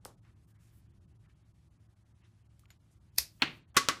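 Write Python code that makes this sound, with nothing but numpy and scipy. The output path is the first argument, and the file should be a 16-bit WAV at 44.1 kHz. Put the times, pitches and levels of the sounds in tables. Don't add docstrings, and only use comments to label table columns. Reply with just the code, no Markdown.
import sys
import numpy as np
from scipy import signal
from scipy.fft import rfft, irfft
from scipy.io import wavfile
from scipy.ndimage import map_coordinates

SR = 44100
rng = np.random.default_rng(int(sys.argv[2]) if len(sys.argv) > 2 else 0)


def int16_out(signal):
    q = np.round(np.clip(np.atleast_2d(signal).T, -1, 1) * 32767)
    wavfile.write(sys.argv[1], SR, q.astype(np.int16))


def attenuation_scalar(level_db):
    decades = np.asarray(level_db, float) / 20
    return 10 ** decades


N = 176400

# f/Hz, level/dB
HUM_COLOUR = [(12, -64), (20, -25.5), (65, -2), (118, -6), (176, -10), (245, -20), (344, -19), (392, -28.5),
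              (600, -41.5), (780, -53.5), (1320, -120)]
# t/s, level/dB
HUM_LEVEL = [(0.0, -63), (1.08, -63), (1.15, -63), (2.65, -64.5), (3.1, -63.5)]
# f/Hz, level/dB
HISS_COLOUR = [(300, -28.5), (600, -8), (1300, -11.5), (2000, -14), (6000, -19), (11500, -22),
               (15500, -39.5)]
# f/Hz, T60/s
ROOM_DECAY = [(100, 0.4), (500, 0.4), (1500, 0.27), (4000, 0.28), (8000, 0.26), (12000, 0.21), (16000, .2)]
# t/s, level/dB, centre f/Hz, width/octaves
TICKS = [(.0500, -39, 5700, 0.74), (0.0548, -38, 614, 0.75), (.0570, -37.5, 92, 0.98),
         (0.062, -48, 10000, 0.26), (0.25, -64, 1170, 0.83), (1.254, -73, 1280, 0.51),
         (2.235, -68.5, 1870, 0.74), (2.594, -56.5, 8750, 1.6), (2.634, -63.5, 1310, 0.17),
         (2.6560, -56, 1800, 0.71), (2.704, -50, 1920, 1), (2.713, -60, 1990, .9),
         (3.7444, -50, 5940, 0.55), (3.7555, -56, 6900, 3)]
# t/s, half length/s, level/dB, centre f/Hz,
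# width/octaves
RUBS = [
    (0.493, 0.056, -79, 9200, 0.77),
    (0.652, 0.048, -77.5, 7000, 0.61),
    (0.766, .04, -74, 13300, 0.72),
    (2.926, 0.016, -77, 7700, .5),
    (0.082, 0.037, -66.5, 580, 0.8),
    (.62, .15, -82.5, 1660, 0.64),
        (.275, .03, -73, 1400, .75),
    (1.28, .035, -76, 1600, .7),
    (2.245, .028, -74, 2000, .9),
]
# t/s, level/dB
SPRING_TICKS = [
    (2.657, -71),
    (2.704, -58),
]
# f/Hz, level/dB, T60/s
SPRING_MODES = [(5600, -8, .04), (6950, 0, .07), (11800, -4, .05)]
# t/s, level/dB
SNAPS = [
    (3.1612, -53),
    (3.1814, -25),
    (3.1838, -10),
    (3.1853, -14),
    (3.1903, -23),
]
# f/Hz, level/dB
SNAP_COLOUR = [(88, -45.5), (150, -19.5), (1380, -12.5), (2600, -2), (2870, -11), (4970, 5), (7660, -6),
               (13000, 1), (16500, -28.5)]
# f/Hz, level/dB, T60/s
ARM_MODES = [(4670, -21, 0.017), (10000, -6.5, .012)]
# t/s, level/dB
WALL_HITS = [
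    (3.4203, -16.5),
    (3.4300, -24.5),
]
# f/Hz, level/dB
WALL_COLOUR = [(47, -26), (80, -12.5), (298, -1.5), (521, -15), (2480, 0), (4430, -10.5), (5290, -20),
               (15100, -48.5), (16500, -37)]
# f/Hz, level/dB, T60/s
WALL_MODES = [(145.6, -27, 0.38), (264, -32.5, .15), (411, -30, .12), (2323, -7, .03), (2894, -17, .03),
              (4255, 1.5, 0.02)]
# t/s, level/dB, tilt/(dB per octave), crack level/dB
BOUNCES = [
    (3.7674, -11, 0, 4),
    (3.8870, -20, -4, 9),
]
# f/Hz, level/dB
BOARD_COLOUR = [(50, -19.5), (350, -7.5), (850, -17.5), (1150, -0.5), (2300, -6.5), (5600, -7),
                (12000, -20.5), (16500, -35)]
# f/Hz, level/dB, T60/s
BOARD_MODES = [(118.5, -24, 0.085), (264, -22, 0.11), (390, -15.5, 0.068), (727, -34, 0.11),
               (1119.6, -3.5, 0.087), (1300, -33, 0.029), (1660, -14, 0.065), (2018, -13.5, 0.13),
               (2530, -9.5, 0.024)]
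# from t/s, to t/s
WIDE_SPANS = [
    (.04, .16),
    (.47, .52),
    (.6, .81),
    (2.58, 2.67),
    (2.69, 2.73),
    (3.15, 3.59),
    (3.74, 4.1),
]
# from t/s, to t/s, kept below f/Hz
STARVED_SPANS = [
    (3.6, 3.625, 9000),
    (3.625, 3.655, 4500),
    (3.7, 3.73, 5000),
]
# t/s, rise/s, level/dB
PRE_ECHOES = [
    (3.4203, 0.0043, -50),
    (3.7674, 0.0046, -38),
    (3.8870, 0.0033, -45),
]

ROUGH_HZ = 20
NEAR_LIVE = 0.75


def unit(x):
    return x / np.sqrt(np.mean(x ** 2) + 1e-20)


def along(points, hz):
    f, v = np.transpose(points)
    return np.interp(np.log(hz + 1), np.log(f + 1), v)


def wobble(rate):
    knots = rng.standard_normal(int(N * rate / SR) + 4)
    return map_coordinates(knots, [np.arange(N) * rate / SR])


def coloured(x, db_of):
    size = 4096
    gain = attenuation_scalar(db_of(np.fft.rfftfreq(size, 1 / SR)))
    cepstrum = irfft(np.log(gain + 1e-6))
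    cepstrum[1:size // 2] *= 2
    cepstrum[size // 2 + 1:] = 0
    response = irfft(np.exp(rfft(cepstrum)))
    return signal.fftconvolve(x, response / np.linalg.norm(response))[:len(x)]


def hump(centre_hz, octaves):
    return lambda f: np.maximum(-3 * (np.log2((f + 1) / centre_hz) / octaves) ** 2, -70)


def add(track, s, x):
    part = track[round(s * SR):][:len(x)]
    part += x[:len(part)]


def room_tone():
    t = np.arange(N) / SR
    hum_db = np.interp(t, *np.transpose(HUM_LEVEL))
    hum = attenuation_scalar(1.5 * wobble(6)) * unit(coloured(rng.standard_normal(N), lambda f: along(HUM_COLOUR, f)))
    motor_hz = 110.3 + 3 * wobble(9)
    motor = attenuation_scalar(-64 + 1.9 * wobble(6.8)) * np.sin(2 * np.pi * np.cumsum(motor_hz) / SR)
    hiss = unit(coloured(rng.standard_normal(N), lambda f: along(HISS_COLOUR, f)))
    hiss = attenuation_scalar(-80 + 0.3 * wobble(24.85)) * hiss
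    return attenuation_scalar(hum_db) * hum + motor * attenuation_scalar(hum_db - hum_db.mean()) + hiss


def room(db_of, live=1):
    hz, t, z = signal.stft(rng.standard_normal(SR * 3 // 4), SR, nperseg=256)
    t60 = live * along(ROOM_DECAY, hz)[:, None]
    tail = signal.istft(z * attenuation_scalar(-60 * t / t60), SR, nperseg=256)[1]
    build_up = 1 - np.exp(-np.arange(len(tail)) / SR / 0.0048)
    tail = coloured(tail * build_up, db_of)
    return tail / np.linalg.norm(tail)


def hit(db_of, modes, crack_db, crack_t60, buzz_t60, swell_s, wet_db, rough_hz=ROUGH_HZ, live=1):
    tail = room(db_of, live)
    n = len(tail)
    t = np.arange(n) / SR
    crack = rng.standard_normal(n) * attenuation_scalar(crack_db - 60 * t / crack_t60)
    crack = coloured(crack, lambda f: 0.55 * db_of(f))
    swell = 1 - np.exp(-t / swell_s)
    buzz = coloured(rng.standard_normal(n) * attenuation_scalar(-60 * t / buzz_t60) * swell, db_of)
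    ring = np.zeros(n)
    for hz, db, t60 in modes:
        drift = np.cumsum(rng.standard_normal(n)) * np.sqrt(2 * np.pi * rough_hz / SR) + rng.uniform(0, 8.6)
        phase = 2 * np.pi * hz * t + drift * min(hz / 2500, 1) ** 2
        ring += attenuation_scalar(db - 60 * t / t60) * np.sin(phase)
    ring *= swell
    ring_wet = signal.fftconvolve(ring, room(lambda f: 0 * f))[:n]
    wet = np.linalg.norm(crack + buzz) * tail + attenuation_scalar(-10.5) * ring_wet
    return crack + buzz + ring + attenuation_scalar(wet_db) * wet


def handling():
    out, t = np.zeros(N), np.arange(N) / SR
    for s, db, hz, octaves in TICKS:
        tick = hit(hump(hz, octaves), [], -6.5, 0.0035, 0.015, 0.00013, wet_db=-7.5, live=NEAR_LIVE)
        add(out, s, attenuation_scalar(db) * tick)
    for s, db in SPRING_TICKS:
        tick = hit(hump(7780, .8), SPRING_MODES, -6, .003, 0.0037, 0.001, wet_db=-20, rough_hz=12)
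        add(out, s, attenuation_scalar(db) * tick)
    for s, half, db, hz, octaves in RUBS:
        stroke_db = db - 5.1 * ((t - s) / half) ** 4 + 0.83 * wobble(110)
        out += attenuation_scalar(stroke_db) * coloured(rng.standard_normal(N), hump(hz, octaves))
    return out


def arm():
    out = np.zeros(N)
    colour = lambda f: along(SNAP_COLOUR, f)
    for k, (s, db) in enumerate(SNAPS):
        modes = ARM_MODES if k == 2 else []
        slap = hit(colour, modes, 0, 0.0011, 0.01, 0.00066, wet_db=-9.5, live=NEAR_LIVE)
        add(out, s, attenuation_scalar(db) * slap)
    t = np.arange(-SR // 20, 0) / SR
    scrape = coloured(rng.standard_normal(len(t)) * np.exp(t / 0.0027), colour)
    add(out, 3.1838 + t[0], attenuation_scalar(-29.5) * scrape)
    t = np.arange(SR // 2) / SR
    envelope = attenuation_scalar(-29.5 - 60 * t / 0.11) * (1 - np.exp(-t / 0.016)) ** 2
    add(out, 3.186, envelope * np.sin(2 * np.pi * 66.2 * t))
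    return out


def ball():
    out = np.zeros(N)
    for k, (s, db) in enumerate(WALL_HITS):
        modes = WALL_MODES if k == 0 else []
        knock = hit(lambda f: along(WALL_COLOUR, f), modes, -3, 0.0023, 0.047, .0005, wet_db=-8.5)
        add(out, s, attenuation_scalar(db) * knock)
    for s, db, tilt_db, crack_db in BOUNCES:
        colour = lambda f: along(BOARD_COLOUR, f) + tilt_db * np.log2(1 + f / 3000)
        bounce = hit(colour, BOARD_MODES, crack_db, 0.0022, 0.061, 0.0028, wet_db=-9.5)
        add(out, s, attenuation_scalar(db) * bounce)
    return out


def scene():
    return (room_tone() + handling() + arm() + ball())[None]


def band_limit(x):
    return signal.sosfilt(signal.butter(12, 17000, fs=SR, output="sos"), x)


def record(dry):
    window = np.sin(np.pi * (np.arange(2048) + .5) / 2048)
    how = dict(fs=SR, window=window, nperseg=2048, noverlap=1024)
    smear, lead = np.zeros(N), np.arange(-1024, 0) / SR
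    smear_band = lambda f: -60. * (f > 3550) - 20. * (f < 500)
    for s, rise, db in PRE_ECHOES:
        noise = coloured(rng.standard_normal(len(lead)), smear_band)
        add(smear, s + lead[0], attenuation_scalar(db) * noise * (0.15 + np.exp(lead / rise)))
    hz, t, z = signal.stft(dry + smear, **how)
    f = hz[:, None]
    air = signal.stft(rng.standard_normal(N), **how)[2] * attenuation_scalar(-74) * (f > 2500)
    wide = sum((t > a) & (t < b) for a, b in WIDE_SPANS) > 0

    chance = rng.random((len(t), 2))
    starve = ~wide & (chance[:, 0] < .36)
    starve[1:] &= ~starve[:-1]
    kept_hz = np.where(starve, 1200 * 3.5 ** chance[:, 1], SR)
    for a, b, top_hz in STARVED_SPANS:
        kept_hz[(t > a) & (t <= b)] = top_hz

    band = np.clip(22 * np.log(hz / 800 + 1), 0, 59).astype(int)
    holes = (rng.random((60, len(t))) < .06)[band] & ~wide & (f > 1200)

    wide_hz, narrow_hz = 15500, 12300
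    peak = np.abs(z[0, hz > wide_hz]).mean(0) > 2e-5
    edge_hz = np.where(peak, 16600, np.where(wide, wide_hz, narrow_hz))
    gain = (f < edge_hz) * np.where((f > kept_hz) | holes, attenuation_scalar(-20), 1)
    mix = signal.istft((z + air * (wide & (t > 3))) * gain, **how)[1][:, :N]
    return band_limit(mix)


dry = scene()
out = record(dry)
int16_out(out)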